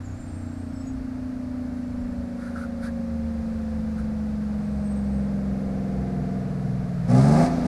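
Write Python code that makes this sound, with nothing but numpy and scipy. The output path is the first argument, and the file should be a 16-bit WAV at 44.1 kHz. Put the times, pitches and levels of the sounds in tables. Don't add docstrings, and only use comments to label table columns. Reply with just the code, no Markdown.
import sys
import numpy as np
from scipy import signal
from scipy.fft import rfft, irfft, next_fast_len
from scipy.io import wavfile
from scipy.ndimage import uniform_filter1d

SR = 44100
rng = np.random.default_rng(int(sys.argv[2]) if len(sys.argv) > 2 else 0)


def generate_wav(sig):
    pcm = np.round(np.clip(np.atleast_2d(sig).T, -1, 1) * 32767).astype(np.int16)
    wavfile.write(sys.argv[1], SR, pcm)


N = 338247
TIME = np.arange(N) / SR


def undb(db):
    return 10 ** (np.asarray(db) / 20)


def unit(x):
    return x / np.sqrt(np.mean(x ** 2))


def curves(table):
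    s, *columns = np.transpose(table)
    return [np.interp(TIME, s, column) for column in columns]


def gain_at(spectrum, hz):
    points, db = np.transpose(spectrum)
    return undb(np.interp(np.log(hz + 1e-9), np.log(points), db))


def noise(spectrum):
    size = next_fast_len(N)
    white = rfft(rng.standard_normal(size))
    coloured = white * gain_at(spectrum, np.fft.rfftfreq(size, 1 / SR))
    return unit(irfft(coloured, size)[:N])


def walk(rate):
    slow = TIME[::64]
    steps = np.interp(slow * rate, np.arange(1024), rng.standard_normal(1024))
    smooth = uniform_filter1d(steps, int(1 / (slow[1] * rate * 2)))
    return np.interp(TIME, slow, unit(smooth))


def swell(middle, length):
    return 1 / (1 + ((TIME - middle) / (length / 2)) ** 4)


def resonance(x, hz, width):
    return signal.lfilter(*signal.iirpeak(hz, hz / width, fs=SR), x)


# pitch_hz, level_db (per Hz)
AIR = [(100, 12), (200, 14), (350, 3), (700, 6), (1000, -3.5), (1170, -1.5), (1600, -3), (1850, -7.5),
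       (2300, -10.5), (3100, -19), (4500, -15), (7000, -21.5), (9500, -24), (12500, -31.5), (15500, -46)]
# time_s, level_db
RUSTLE = [(0, -44), (2.7, -43.5), (3.5, -42), (6.9, -41.5), (7.67, -35)]
# pitch_hz, level_db (per Hz)
WIND = [(15, -9), (28, 3), (42, 7), (70, 9.5), (110, 4), (200, -20), (500, -69)]
# middle_s, length_s, gain_db (above the breeze)
GUSTS = [(0.306, 1.08, 4), (1.263, 0.16, 5), (2.107, 0.26, 8), (4.244, 0.65, 8), (5.81, 0.55, 4.5),
         (7.307, 0.52, 4)]
BREEZE_DB = -44.5


def outdoors(buffet_db=3.0):
    air = noise(AIR) * undb(curves(RUSTLE)[0])
    gusts_db = sum(db * swell(s, length) for s, length, db in GUSTS)
    wind = noise(WIND) * undb(BREEZE_DB + gusts_db + buffet_db * walk(8.3))
    return air + wind


# peak_s, rise_s, fall_s, pitch_hz, level_db (at the peak, before flutter)
WHISTLES = [(.08, .06, 0.26, 7290, -61), (.1, .07, .07, 6740, -64), (.27, .12, 0.27, 8140, -62.5),
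            (.46, .18, .2, 7590, -67.5), (.6, .08, 0.17, 8310, -68), (.79, 0.079, 0.047, 5300, -60.5),
            (.81, .07, 0.11, 7730, -62.5), (.88, 0.04, 0.033, 6720, -58), (1.75, 0.25, 0.45, 10980, -79),
            (2.0, .27, 0.68, 7520, -77), (4.69, 0.091, 0.15, 8300, -71), (4.92, 0.11, .1, 8230, -59.5),
            (5.12, .1, .17, 8240, -70)]


def birds(tremble=0.0022, flutter=0.72):
    out = 0
    for s, rise_s, fall_s, hz, db in WHISTLES:
        phase = 2 * np.pi * np.cumsum(hz * (1 + tremble * walk(220))) / SR
        shape = np.exp(-((TIME - s) / np.where(TIME < s, rise_s, fall_s)) ** 2)
        flicker = 1 + flutter * np.tanh(walk(80))
        out = out + np.sqrt(2) * np.sin(phase) * shape * undb(db) * flicker
    return out


# middle_s, length_s, body_level_db, hiss_level_db
SCUFFS = [(2.45, 0.12, -49.5, -60.5), (2.605, 0.1, -46.5, -57.5), (2.854, 0.061, -44, -52.5),
          (3.996, 0.041, -51, -60.5)]
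# pitch_hz, level_db (per Hz)
SCUFF_BODY = [(600, -35), (1150, -7.5), (1400, 3), (1650, -4), (2300, -16), (3200, -45)]
SCUFF_HISS = [(2000, -8), (3100, -6), (4000, 3.5), (5200, 1.5), (7300, -6), (10000, 0), (12000, -12),
              (15500, -31)]


def scuffs(grain_db=0.5):
    body = noise(SCUFF_BODY) * undb(grain_db * walk(90))
    hiss = noise(SCUFF_HISS)
    return sum(swell(s, length) * (undb(body_db) * body + undb(hiss_db) * hiss)
               for s, length, body_db, hiss_db in SCUFFS)


# middle_s, length_s, pitch_hz, level_db
RASPS = [(2.424, .0044, 1440, -45), (2.44, .0046, 1400, -42), (2.47, .018, 1420, -46),
         (2.566, 0.014, 1420, -40.5), (2.586, .011, 1370, -41), (2.614, 0.0063, 1450, -41.5),
         (2.643, .012, 1360, -39), (2.856, 0.024, 1530, -49.5), (2.887, 0.014, 1660, -44),
         (3.99, .012, 1360, -50)]


def rasps(width_hz=210):
    out = 0
    for s, length, hz, db in RASPS:
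        grit = resonance(resonance(rng.standard_normal(N), hz, width_hz), hz, width_hz)
        shape = np.sqrt(swell(s, length))
        loudness = np.sqrt(np.average(grit ** 2, weights=shape ** 2))
        out = out + undb(db) * shape * grit / loudness
    return out


# start_s, length_s, pedal (0 to 1)
BLIPS = [(7.07, .366, 1), (7.635, .3, .5)]
FUEL_ATTACK_S, FUEL_RELEASE_S = .045, .016


def throttle(release_s, attack_s=FUEL_ATTACK_S, linger_s=0):
    out = 0
    for start, length, pedal in BLIPS:
        rise = np.clip((TIME - start) / attack_s, 0, 1)
        fall = np.exp(-np.maximum(TIME - start - length - linger_s, 0) / release_s)
        out = out + pedal * rise * fall
    return out


REV_UP_HZ_PER_S, SAG_HZ_PER_S = 28.6, 4.4


def revving(fuel):
    friction = SAG_HZ_PER_S * (TIME > BLIPS[0][0])
    return np.cumsum(REV_UP_HZ_PER_S * fuel - friction) / SR


# time_s, turns_per_second_hz
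COASTING = [(0, 31.12), (.7, 29.46), (1.1, 28.55), (2, 27.24), (2.9, 25.87), (3.8, 24.39), (4.7, 23.01),
            (5.6, 21.83), (6.15, 21.2), (6.33, 21.17), (6.6, 20.62), (6.8, 20.62), (6.93, 19.9),
            (7.02, 18.95), (7.1, 19.55)]


def shaft_speed(revs):
    return (curves(COASTING)[0] + revs) * (1 + .001 * walk(10))


# low_hz, high_hz
TOP_REVS_HZ = (26.9, 29.34)


def top_revs(speed):
    return np.interp(speed, TOP_REVS_HZ, [0, 1])


def effort(revs, fuel_db, overrun_db, drive, build_db=4):
    raised = np.maximum(revs, 0) / revs.max()
    return undb(fuel_db + build_db * (raised - .5)) * drive + undb(overrun_db) * raised


TRAIL_TURNS = .18


def harmonic(order, turns, wobble=0, trail=TRAIL_TURNS):
    return np.sqrt(2) * np.sin(2 * np.pi * order * (turns - trail * order) + wobble)


# time_s, level_db
NEARING = [(0, -64.5), (1, -62.5), (2, -59), (3.1, -60), (4.2, -62), (5, -59), (6, -55), (6.6, -56),
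           (7.05, -60), (7.67, -55)]
BURBLE_FUEL_DB = -18


def approach(fuel):
    return undb(curves(NEARING)[0] + BURBLE_FUEL_DB * fuel)


def clatter(turns, coasting, loaded, count=700, low_hz=800, high_hz=2100, coasting_db=-1, loaded_db=-7):
    pattern = rng.standard_normal(count)
    rattle = np.interp(turns * count, np.arange(count), pattern, period=count)
    band = signal.butter(3, [low_hz, high_hz], "band", fs=SR, output="sos")
    rattle = signal.sosfilt(band, rattle)
    return unit(rattle) * (coasting * undb(coasting_db) + loaded * undb(loaded_db))


# time_s, level_db (of its fundamental, before waver)
BLOWER = [(0, -57), (.9, -54), (1.8, -48), (3.3, -48.5), (4.7, -51.5), (6.2, -50.5), (7.67, -39)]
BLOWER_ORDER = 7.75


def blower(turns, ratio=BLOWER_ORDER, waver_db=1.5, octave_db=-19):
    phase = 2 * np.pi * ratio * turns
    hum = np.sqrt(2) * (np.sin(phase) + undb(octave_db) * np.sin(2 * phase))
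    return hum * undb(curves(BLOWER)[0] + waver_db * walk(8))


LEAD_ORDER = 9
# time_s, level_db
LEAD = [(0, -49.5), (.4, -42.5), (1, -32.5), (2, -31), (2.4, -32.5), (3.1, -30), (5.2, -26.5), (6.6, -31),
        (7.67, -25.5)]
LEAD_FUEL_DB = 6.5
UNDERTONES = {3: (-37, -39, 3.5, 0), 6: (-65.5, -31.5, 2.5, 14), 7: (-46.5, -33.5, -15, 6.5),
              8: (-63, -59.5, 23.5, 3)}
# pitch_hz, gain_db
BASS = [(60, -2), (70, 3.5), (77, 0), (83, -8.5), (94, -1), (146, 1.5), (170, -2.5), (188, 3), (215, 9.5),
        (240, -1)]


def drone(speed, turns, fuel, revs, build_db=5, waver_db=0.6, undertone_waver_db=2.4):
    near = TIME / TIME[-1]
    racing = top_revs(speed)
    build = build_db * (revs / revs.max() - .5)
    lead_db = curves(LEAD)[0] + LEAD_FUEL_DB * fuel + waver_db * walk(14)
    out = harmonic(LEAD_ORDER, turns) * undb(lead_db)
    for order, (far_db, near_db, revs_db, fuel_db) in UNDERTONES.items():
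        db = far_db + near * (near_db - far_db) + revs_db * racing
        db = db + (fuel_db + build) * fuel + undertone_waver_db * walk(15)
        in_step = 4 * np.pi * TRAIL_TURNS * (order == LEAD_ORDER - 1)
        out = out + harmonic(order, turns, in_step) * gain_at(BASS, order * speed) * undb(db)
    return out


BURBLE = {4: (4, 1), 5: (2, 8), 10: (9.5, 11), 11: (-4, 9), 12: (-3, 3.5), 13: (-9, -5), 14: (-12, -2),
          15: (-9, -1.5), 16: (-9, -4), 17: (-6, -1), 18: (-3, -7), 19: (-7, -5), 20: (0, -2),
          21: (13.5, 4), 22: (0, 3), 23: (-5, -3.5), 24: (-2.5, 2), 27: (-6, -1.5), 28: (-2, -.5),
          30: (-9, -2.5), 32: (-10, 1), 33: (-12, -1), 35: (-10, -1), 37: (-9, -1), 38: (-11, -5)}
# pitch_hz, gain_db
PIPE = [(90, -1), (170, 6), (205, 2), (235, 4), (262, 7), (292, 6), (325, -1), (365, 3.5), (398, -8.5),
        (445, 7.5), (480, 2), (535, 4.5), (575, -4.5), (615, 3), (650, -3.5), (690, 2), (745, -6), (820, 0),
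        (900, -11), (1100, -22)]
# order (multiple of the shaft speed), middle_s, length_s, gain_db
FLARES = [(10, 3.4, 0.36, -14), (11, 6.06, 0.22, 0), (12, 6.9, 2.5, 8.5), (21, 2.15, 2.6, 0),
          (28, 4.3, 2.4, 5), (27, 5.04, 1.7, 11), (31, 13, 0.9, 9), (17, 5.75, 1.2, 7), (24, 5.7, 1, 4),
          (32, 6.4, 1.8, 4), (33, 6.2, 0.76, 8.5), (30, 6.9, 1, 0.5), (34, 6.8, 0.49, 12.5),
          (21, 9.6, 0.45, 10)]
REST_FAR_DB, REST_NEAR_DB, REST_DB_PER_ORDER = -12.5, -9, 0.0243
REVS_TILT_DB_PER_ORDER, REVS_PIVOT = -1, 12.8
UPPER_TRAIL_TURNS = .04
WAVER_RAD = .2


def burble(speed, turns, fade_db=1.5, far_s=3.3, near_s=4.88):
    near = np.interp(TIME, [far_s, near_s], [0, 1])
    tilt_db = REVS_TILT_DB_PER_ORDER * top_revs(speed)
    out = 0
    for order in range(3, 39):
        if order == LEAD_ORDER or order in UNDERTONES:
            continue
        rise_db = REST_DB_PER_ORDER * order
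        far_db, near_db = BURBLE.get(order, (REST_FAR_DB + rise_db, REST_NEAR_DB + rise_db))
        unsteady = min(order / REVS_PIVOT, 1)
        trail = UPPER_TRAIL_TURNS if order > REVS_PIVOT else TRAIL_TURNS
        tone = harmonic(order, turns, unsteady * WAVER_RAD * walk(16), trail)
        db = far_db + near * (near_db - far_db) + tilt_db * (order - REVS_PIVOT)
        db = db + unsteady * fade_db * walk(4.6)
        db = db + sum(flare_db * swell(s, length) for k, s, length, flare_db in FLARES if k == order)
        out = out + tone * gain_at(PIPE, order * speed) * undb(db)
    return out


# pitch_hz, level_db (per Hz)
GAS = [(150, 3.5), (500, 8), (800, 11.5), (1000, -30), (1200, 9.5), (1700, -21), (2300, 1), (3050, -12),
       (4000, -4), (4800, -1.5), (7000, -7.5), (9300, -7), (12000, -22), (15500, -48)]
GAS_DB, GAS_OVERRUN_DB, GAS_RELEASE_S = -38.5, -69, 0.018
GAS_ATTACK_S, GAS_LINGER_S = 0.039, 0.029


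def gas(turns, puff_db=1.5):
    puffs = np.cos(3 * 2 * np.pi * turns)
    flicker_db = .9 * walk(70)
    return unit(noise(GAS) * undb(puff_db * puffs + flicker_db))


ROAR = {5: -43, 8: -47, 11: -33, 12: -27, 14: -41, 15: -38, 17: -43, 18: -43, 21: -39, 24: -38, 27: -35, 30:
        -40, 33: -40, 35: -43, 39: -41}
# pitch_hz, gain_db
ROAR_PIPE = [(265, 3), (300, -15), (335, -12), (360, -1), (392, 3.5), (410, -10), (432, 3), (455, -7),
             (505, -8), (530, 3), (620, -7), (680, 2.5), (745, -2), (810, 3), (880, 0), (950, -32)]


def roar(speed, turns, fade_db=1.0):
    out = 0
    for order, db in ROAR.items():
        tone = harmonic(order, turns, WAVER_RAD * walk(60))
        out = out + tone * gain_at(ROAR_PIPE, order * speed) * undb(db + fade_db * walk(25))
    return out


# pitch_hz,
# width_hz (of each of two passes), gain_db
BARK = [(263, 40, 8.5), (354, 16, 6), (388.7, 17, 6.5), (432, 22, 2.5), (530, 59, 4), (569, 36, 3),
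        (611, 31, 1.5), (673, 45, 6), (710, 31, 5), (775, 20, 4.5), (807, 28, 3.5), (860, 56, -2.5),
        (995, 44, -7.5), (1114, 39, -7), (1158, 22, -5), (1204, 21, -2), (1306, 29, -6), (1380, 340, -14.5),
        (1670, 170, -14), (2120, 330, -19)]
BARK_DB, BARK_OVERRUN_DB, BARK_RELEASE_S = -26, -41, 0.043


def bark(turns, count=6, weak_db=-5, jitter_s=0.00038, uneven_db=1.5, spread_s=0.00587, turbulence_db=-2):
    at = np.flatnonzero(np.diff(np.floor(count * turns)))
    chance = rng.uniform(-1, 1, (2048, 2))[:len(at)]
    firing = np.arange(len(at))
    at = np.clip(at + (jitter_s * SR * chance[:, 0]).astype(int), 0, N - 1)
    cylinder_db = weak_db * (firing % 2) + uneven_db * np.cos(2 * np.pi * firing / count)
    scatter_db = 3 * chance[:, 1]
    pulses = np.zeros(N)
    pulses[at] = undb(cylinder_db + scatter_db)
    blow_down = rng.standard_normal(N) * np.exp(-2 * (count * turns % 1))
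    push = unit(pulses) + undb(turbulence_db) * unit(blow_down)
    rung = 0
    for hz, width, db in BARK:
        ring = resonance(resonance(push, hz, width), hz, width)
        delay = int(spread_s * SR * rng.random())
        rung = rung + undb(db) * np.roll(ring, delay)
    band = signal.butter(6, [225, 2400], "band", fs=SR, output="sos")
    return unit(signal.sosfilt(band, rung))


def tree_line(x, wet_db, t60=1.0, delay_s=0.08):
    t = TIME[:SR]
    tail = rng.standard_normal(SR) * undb(-60 * t / t60) * (t > delay_s)
    dull = signal.butter(3, 6500, fs=SR, output="sos")
    tail = signal.sosfilt(dull, tail / np.sqrt(np.sum(tail ** 2)))
    return undb(wet_db) * signal.fftconvolve(x, tail)[:N]


def scene():
    fuel = throttle(FUEL_RELEASE_S)
    revs = revving(fuel)
    speed = shaft_speed(revs)
    turns = np.cumsum(speed) / SR
    coasting = approach(fuel)
    gas_drive = throttle(GAS_RELEASE_S, GAS_ATTACK_S, GAS_LINGER_S)
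    rush = effort(revs, GAS_DB, GAS_OVERRUN_DB, gas_drive)
    hiss = gas(turns) * rush
    barking = bark(turns) * effort(revs, BARK_DB, BARK_OVERRUN_DB, throttle(BARK_RELEASE_S))
    blip = barking + roar(speed, turns) * fuel
    engine = drone(speed, turns, fuel, revs) + blower(turns) + burble(speed, turns) * coasting
    echoes = tree_line(blip, wet_db=-10.5) + tree_line(hiss, wet_db=-6.5) + tree_line(engine, wet_db=-25.5)
    bus = engine + clatter(turns, coasting, rush) + blip + hiss + echoes
    return (bus + outdoors() + scuffs() + rasps() + birds())[None]


def record(dry):
    to_edge_s = np.minimum(TIME, TIME[-1] - TIME)
    edges = np.sin(np.pi / 2 * np.minimum(1, to_edge_s / .006)) ** 2
    top_cut = signal.ellip(10, .2, 80, 15650, fs=SR, output="sos")
    return signal.sosfilt(top_cut, dry * edges)


dry = scene()
out = record(dry)
generate_wav(out)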